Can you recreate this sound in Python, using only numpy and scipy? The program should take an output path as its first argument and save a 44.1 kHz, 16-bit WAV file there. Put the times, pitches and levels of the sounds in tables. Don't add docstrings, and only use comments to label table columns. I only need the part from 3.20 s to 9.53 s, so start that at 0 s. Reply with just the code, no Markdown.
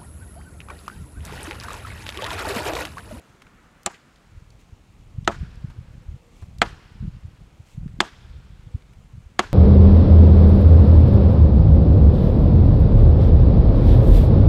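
import sys
import numpy as np
from scipy import signal
from scipy.fft import rfft, irfft
from scipy.io import wavfile
from scipy.ndimage import uniform_filter1d

SR = 44100
rng = np.random.default_rng(int(sys.argv[2]) if len(sys.argv) > 2 else 0)


def waveform_to_disk(signal):
    frames = np.transpose(np.atleast_2d(signal))
    scaled = np.clip(frames, -1, 1) * 32767
    samples = np.round(scaled).astype(np.int16)
    wavfile.write(sys.argv[1], SR, samples)


def elevation(decibels):
    levels = np.asarray(decibels, float)
    return 10 ** (levels / 20)


N = 279153
TIME = np.arange(N) / SR

# frequency in Hz, relative density in dB.
WASH_SPECTRUM = [(76, -30), (130, -8), (166, -2), (285, -8.5), (435, -12), (692, -15.5), (1240, -18),
                 (1550, -25.5), (2180, -22), (5500, -34), (6870, -35.5), (14800, -48), (16000, -53.5)]
# time in seconds, level in dB.
WASH_LEVEL = [(0, -56), (.9, -60), (2.6, -58), (3.3, -58.5), (5.3, -60.5), (6.33, -60)]
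# frequency in Hz, relative density in dB.
HUSH_SPECTRUM = [(300, -15), (900, 2), (1400, 8.5), (2200, -0.5), (5000, -32)]
# time in seconds, level in dB.
HUSH_LEVEL = [(0, -64.5), (.35, -61), (1.2, -68), (1.7, -78.5), (2.3, -77.5), (4, -72), (6.33, -70.5)]

# frequency in Hz, relative density in dB.
BRUSH_SPECTRUM = [(800, -18.5), (2500, 4), (5000, -4), (7000, -1.5), (10000, -9.5), (15000, -18)]
# centre in seconds, level in dB, spread in seconds.
SWISHES = [(.08, -76, 0.052), (1.41, -69, 0.014), (3.2, -68.5, 0.048), (4.51, -65, 0.033)]
RUSTLE_DB = -69

# frequency in Hz, relative gain in dB.
WIND_SPECTRUM = [(12, -32), (25, -1.5), (40, 3.5), (70, -0.5), (123, -3), (191, -12), (230, -20.5),
                 (400, -38.5), (520, -55), (880, -120)]
# time in seconds, level in dB.
GUST_LEVEL = [(0, -64), (.4, -55), (.8, -65.5), (1.0, -59.5), (1.2, -44.5), (1.45, -57), (1.7, -50),
              (1.9, -47.5), (2.15, -36.5), (2.6, -45), (2.92, -44.5), (3.05, -54.5), (3.4, -36),
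              (3.7, -52.5), (3.85, -31), (4.05, -47), (4.2, -46.5), (4.33, -51.5), (4.5, -52),
              (4.64, -29.5), (4.9, -50), (5.14, -43.5), (5.7, -49), (5.97, -43), (6.12, -53.5),
              (6.33, -40.5)]
# centre in seconds, level in dB, frequency in Hz.
PUFFS = [(1.178, -32, 72), (1.532, -34.5, 68), (1.987, -18.5, 104), (2.029, -30.5, 152), (2.167, -33, 110),
         (2.216, -18.5, 72.5), (2.232, -21, 140), (2.306, -42, 114), (2.448, -17.5, 125),
         (2.488, -31.5, 95), (2.59, -25.5, 95), (2.612, -29, 127), (2.892, -23, 69.5), (2.922, -29, 60),
         (2.946, -27, 99), (3.236, -27, 80), (3.398, -25, 89), (3.758, -36, 170), (3.811, -22.5, 92.4),
         (3.829, -21.5, 159), (3.853, -24.5, 155), (3.882, -16.5, 123), (4.054, -25.5, 88),
         (4.215, -37, 110), (4.404, -31, 92), (4.581, -21, 121), (4.634, -24.5, 124), (4.663, -20.5, 156),
         (4.791, -29.5, 216), (5.054, -32.5, 61), (5.11, -32, 54.4), (5.161, -33, 70), (5.472, -31, 116),
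         (5.552, -16, 85.7), (5.562, -33.5, 200), (5.942, -33, 93), (5.984, -30.5, 108), (6.067, -34, 63)]
PUFF_CYCLES = 1.106

# start in seconds, level in dB, reference frequency in Hz,
# treble tilt above it in dB per octave, fall time by 60 dB in seconds.
TICKS = [(0.2188, -37, 1510, -1, 0.027), (0.266, -43, 1650, -5.5, 0.035), (.632, -38.5, 2820, 13, 0.011),
         (0.715, -51, 2520, 11, 0.026), (0.7418, -44, 1960, -2.5, 0.089), (0.958, -46.5, 3500, 0, 0.013),
         (1.303, -41, 4500, 0.5, 0.013), (2.046, -45, 3300, 0, 0.039), (2.356, -44, 5000, 0, 0.011),
         (2.499, -45, 480, -3, 0.065), (3.223, -40.5, 550, -4, 0.054), (3.384, -39, 3400, 7, .015),
         (4.678, -47.5, 1200, -2.5, 0.032), (5.6213, -45.5, 2600, -2, 0.014),
         (5.7335, -47.5, 1760, 1.5, 0.019)]

# start in seconds, bite length in ms, crackle in dB, tearing in dB,
# tilt in dB per octave.
BLOWS = [(0.6615, 1.43, -17.5, -21, 5), (2.0758, 2.58, -15, -17.5, -2), (3.4167, 4.1, -13.5, -13.5, -1),
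         (4.8031, 3.4, -23.5, -19, 4), (6.191, 4.05, -17, -16.5, 0.5)]
# entry in dB, stop delay in ms, stop in dB,
# stop pitch in Hz, rebound gap in ms, first rebound in dB.
PUSHES = [(-36, 0.94, -14.5, 1530, 5.3, -18), (-15, 2.82, -2.5, 1205, 9.6, -17),
          (-8, 2.3, -5.5, 850, 6, -18), (-14.5, 3.35, -4, 1260, 11, -21.5),
          (-9, 3.78, -2.5, 1060, 4, -15.5)]
ENTRY_AT, ENTRY_HZ = 0.25, 1470
REBOUND_HZ, REBOUND_FALL_DB = 910, -2.5
THUD_DB, THUD_HZ = -21.5, 355
THUMP_DB, THUMP_HZ, THUMP_LAG_S = -51, 100.6, 0.01
# frequency in Hz, filter gain in dB, fall time by 60 dB in seconds.
TRUNK_MODES = [(211.7, -31.5, .08), (370.5, -30.5, 0.038), (582, -44.5, 0.054), (707, -35.5, 0.043),
               (824, -41.5, .045), (955, -42, 0.026), (1126, -52, 0.013), (1200, -47.5, 0.023),
               (1310, -38, 0.028), (1633, -43.5, 0.015), (1770, -42.5, 0.026)]
# frequency in Hz, relative density in dB.
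BITE_SPECTRUM = [(1000, -16.5), (1800, -0.5), (2300, -7.5), (3200, 5.5), (4500, -1.5), (5800, -15.5),
                 (7000, -9.5), (10700, -28), (13900, -25), (15500, -48.5)]
SWELL_DB, SWELL_DB_PER_MS = -18.5, 6
# frequency in Hz, relative density in dB.
SPLINTER_SPECTRUM = [(180, -25), (300, -8), (1300, -10), (1840, -19), (2170, -13), (3070, -16),
                     (4720, -28.5), (7500, -21.5), (13800, -54), (15500, -74)]
# frequency in Hz, fall time by 60 dB in seconds.
SPLINTER_T60 = [(500, 0.1), (1500, 0.051), (4000, 0.047), (10000, 0.017)]
# frequency in Hz, relative level in dB, cycles.
BLADE_MODES = [(1630, 11.5, 1.2), (3300, -5, 5.4), (4353, -1.5, 4.5), (6660, 0.5, 8), (8400, -5, 5.5)]
# level in dB, pitch factor, brightest frequency in Hz,
# fall away from it in dB per squared octave.
CHINKS = [(-10.5, 1.11, 7900, 39.5), (-11.5, 0.956, 2750, 6.5), (-8, 1.02, 2030, 6), (-2, 1.047, 3040, 16),
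          (-10.5, 1.028, 3600, 5.5)]
CHINK_AT, CHINK_SCATTER = 0.55, 0.3

# frequency in Hz, relative density in dB.
TREES_SPECTRUM = [(180, -31), (300, 2.5), (509, -14), (849, -6), (1050, -7), (1540, -7), (2210, -10.5),
                  (3870, -16), (6790, -18.5), (13600, -40), (15500, -51)]
# level in dB, tilt in dB per octave,
# centre of a lifted band in Hz, lift in dB.
ANSWERS = [(-48, 1.5, 7300, 8), (-40.5, 1, 1570, 4), (-40.5, 1, 2900, 3.5), (-41.5, 1.5, 3490, 5.5),
           (-40, 1, 1600, 2)]
# delay in seconds, relative level in dB, spread in seconds.
ECHOES = [(0.046, -3, 0.0072), (.072, -8.5, 0.01)]
TREBLE_HZ, TREBLE_LOSS_DB_PER_S = 5000, 44.5
WOODY_HZ, WOODY_DB = 1500, 3

# start in seconds, length in seconds, level in dB, initial pitch in Hz.
HOOTS = [(2.6, 0.26, -66, 540), (2.91, 0.27, -64, 495), (5.08, 0.11, -67.5, 529), (5.42, 0.19, -65.5, 508)]
HOOT_SAG_HZ_PER_S, HOOT_EDGE_S = 127, 0.027


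def evened(x):
    return x / np.sqrt(np.mean(x ** 2) + 1e-20)


def read(points, hz):
    f, value = np.transpose(points)
    return np.interp(np.log(hz + 1), np.log(f + 1), value)


def level_curve(rows):
    seconds, db = np.transpose(rows)
    return elevation(np.interp(TIME, seconds, db))


def add(mix, s, sound):
    part = mix[round(s * SR):][:len(sound)]
    part += sound[:len(part)]


def add_wavelet(mix, s, db, hz, cycles, phase):
    t = np.arange(-N // 100, N // 100) / SR
    bell = np.exp(-0.5 * (2.69 * hz * t / cycles) ** 2)
    add(mix, s + t[0], elevation(db) * bell * np.cos(2 * np.pi * hz * t + phase))


def coloured(x, points):
    hz = np.fft.rfftfreq(len(x), 1 / SR)
    return irfft(rfft(x) * elevation(read(points, hz)), len(x))


def noise(points, patchy_db, size=1024):
    hz = np.fft.rfftfreq(size, 1 / SR)
    real, imaginary, patches = rng.standard_normal((4 * N // size + 5, len(hz), 3)).T
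    patches = uniform_filter1d(patches, size=10, axis=0)
    patches = evened(uniform_filter1d(patches, size=10, axis=1))
    gain = elevation(read(points, hz)[:, None] + patchy_db * patches)
    spectrum = (real + 1j * imaginary) * gain
    return evened(signal.istft(spectrum, nperseg=size, noverlap=3 * size // 4)[1][:N])


def dying(points, t60s, tilt_db, size):
    hz, t, z = signal.stft(rng.standard_normal(size), SR, nperseg=64, noverlap=48)
    colour = elevation(read(points, hz) + tilt_db * np.log2(np.maximum(hz, 300) / 1500))
    fade = elevation(-60 * t / np.maximum(read(t60s, hz), 0.003)[:, None])
    return signal.istft(z * evened(colour)[:, None] * fade, SR, nperseg=64, noverlap=48)[1][:size]


def wash():
    return level_curve(WASH_LEVEL) * noise(WASH_SPECTRUM, 1.2)


def hush():
    return level_curve(HUSH_LEVEL) * noise(HUSH_SPECTRUM, 1.5)


def rustle():
    grains = elevation(1.2 * evened(uniform_filter1d(rng.standard_normal(N), size=150)))
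    level = elevation(RUSTLE_DB)
    for s, db, spread in SWISHES:
        level = level + elevation(db) * np.exp(-0.5 * ((TIME - s) / spread) ** 2)
    return level * evened(noise(BRUSH_SPECTRUM, 0.86, size=256) * grains)


def wind():
    strength = elevation(3.2 * np.minimum(rng.exponential(1, N), 4))
    happens = rng.random(N) < 300 / SR
    eddies = rng.standard_normal(N) * strength * happens
    out = level_curve(GUST_LEVEL) * evened(coloured(eddies, WIND_SPECTRUM))
    for (s, db, hz), turn in zip(PUFFS, rng.random((len(PUFFS), 2))):
        add_wavelet(out, s, db, hz, PUFF_CYCLES, 2 * np.pi * turn[0])
        add_wavelet(out, s, db - 17, 1.7 * hz, 0.99 * PUFF_CYCLES, 2 * np.pi * turn[1])
    return out


def ticks():
    out = np.zeros(N)
    rise = 1 - np.exp(-TIME[:3000] / 0.0015)
    for s, db, hz, slope_db, t60 in TICKS:
        shape = [(hz / 4, -24), (hz, 0), (1.8 * hz, slope_db - 8.5),
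                 (11000, slope_db * np.log2(11000 / hz) - 22),
                 (16000, slope_db * np.log2(16000 / hz) - 37)]
        add(out, s, elevation(db) * rise * dying(shape, [(100, t60), (20000, t60)], 0, size=3000))
    return out


def bites():
    out, lead = np.zeros(N), 200
    for s, bite_ms, db, tear_db, tilt_db in BLOWS:
        bite = dying(BITE_SPECTRUM, [(100, 1), (20000, 1)], tilt_db, size=800)
        u = (np.arange(800) - lead) / SR / (bite_ms / 1000)
        arch = np.sin(np.pi * np.clip(u, 0, 1))
        swell = elevation(SWELL_DB + SWELL_DB_PER_MS * bite_ms * np.minimum(u, 0)) * (u < 0.5)
        add(out, s - lead / SR, elevation(db) * bite * (arch + swell))
        tearing = dying(SPLINTER_SPECTRUM, SPLINTER_T60, tilt_db, size=5000)
        add(out, s + bite_ms / 1000, elevation(tear_db) * tearing)
    return out


def trunk():
    pushes, t = np.zeros(N), TIME[:6000]
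    wobble = rng.uniform(-0.78, 1, (len(BLOWS), 3))
    for (s, bite_ms, *_), push, w in zip(BLOWS, PUSHES, wobble):
        entry_db, stop_ms, stop_db, stop_hz, gap_ms, back_db = push
        stop = s + stop_ms / 1000
        knocks = [(s + ENTRY_AT * bite_ms / 1000, entry_db, ENTRY_HZ),
                  (stop, stop_db, stop_hz),
                  (stop, stop_db + THUD_DB, THUD_HZ),
                  (stop + THUMP_LAG_S, THUMP_DB, THUMP_HZ)]
        for k in range(len(w)):
            at = stop + (k + 1 + 0.13 * w[k]) * gap_ms / 1000
            knocks.append((at, back_db + k * REBOUND_FALL_DB, REBOUND_HZ * (1 + 0.12 * w[-k])))
        for at, db, hz in knocks:
            add_wavelet(pushes, at, db, hz, 1.28, np.pi)
    ring = sum(elevation(db - 60 * t / t60) * np.sin(2 * np.pi * hz * t) for hz, db, t60 in TRUNK_MODES)
    return pushes + signal.oaconvolve(pushes, ring)[:N]


def chinks():
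    out, chance = np.zeros(N), rng.random((len(BLOWS), len(BLADE_MODES), 2))
    for (s, bite_ms, *_), (db, factor, top_hz, fall_db), rows in zip(BLOWS, CHINKS, chance):
        for (hz, mode_db, cycles), (when, turn) in zip(BLADE_MODES, rows):
            at = s + (CHINK_AT + CHINK_SCATTER * (when - 0.5)) * bite_ms / 1000
            level_db = db + mode_db - fall_db * np.log2(factor * hz / top_hz) ** 2
            add_wavelet(out, at, level_db, factor * hz, cycles, 2 * np.pi * turn)
    return out


def woods(tilt_db, band_hz, lift_db, size=40000):
    t, hz = TIME[:size], np.geomspace(150, 16000, num=60)
    colour = read(TREES_SPECTRUM, hz) + tilt_db * np.log2(hz / 1500)
    colour += lift_db * np.exp(-(np.log2(hz / band_hz) / 0.15) ** 2)
    colour += WOODY_DB * np.exp(-(np.log2(hz / WOODY_HZ) / 0.2) ** 2)
    scatter = noise(np.transpose([hz, colour]), 1.6, size=256)[:size]
    treble = coloured(scatter, [(0.8 * TREBLE_HZ, -40), (1.2 * TREBLE_HZ, 0)])
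    scatter = scatter - treble * (1 - elevation(-TREBLE_LOSS_DB_PER_S * t))
    dull = [(300, -4), (900, -2.5), (1500, -3.5), (2400, -8.5), (12000, -14.5)]  # (Hz, dB)
    bunches = evened(coloured(scatter, dull))
    build_up = 1 - np.exp(-(t / 0.025) ** 2)
    decay = (0.024 / (t + 0.013)) ** 0.72 * elevation(-6 * t)
    echoes = sum(elevation(db) * np.exp(-0.5 * ((t - s) / spread) ** 2) for s, db, spread in ECHOES)
    return build_up * decay * scatter + bunches * echoes


def chopping():
    out = bites() + trunk() + chinks()
    for (s, *_), (db, *colour) in zip(BLOWS, ANSWERS):
        add(out, s, elevation(db) * woods(*colour))
    return out


def hoots():
    out, t = np.zeros(N), TIME[:SR]
    for s, length, db, hz in HOOTS:
        slow = uniform_filter1d(rng.standard_normal((SR, 2)), size=550, axis=0)
        real, imaginary = uniform_filter1d(slow, size=550, axis=0).T
        shake = 0.58 + evened(real) + 1j * evened(imaginary)
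        cycles = hz * t - 0.5 * HOOT_SAG_HZ_PER_S * t ** 2
        tone = evened((shake * np.exp(2j * np.pi * cycles)).real)
        ends = np.clip(np.minimum(t, length - t) / HOOT_EDGE_S, 0, 1)
        add(out, s, elevation(db) * tone * ends)
    return out


def scene():
    return (wash() + hush() + rustle() + wind() + ticks() + chopping() + hoots())[None]


def roll_off(x):
    return signal.sosfilt(signal.butter(12, 16160, fs=SR, output="sos"), x)


def record(dry):
    rounded = dry / (1 + np.abs(dry) ** 6) ** (1 / 6)
    low_pass = signal.firwin(255, 15900, fs=SR)[None]
    limited = signal.oaconvolve(rounded, low_pass, "same")
    return roll_off(limited)


dry = scene()
out = record(dry)
waveform_to_disk(out)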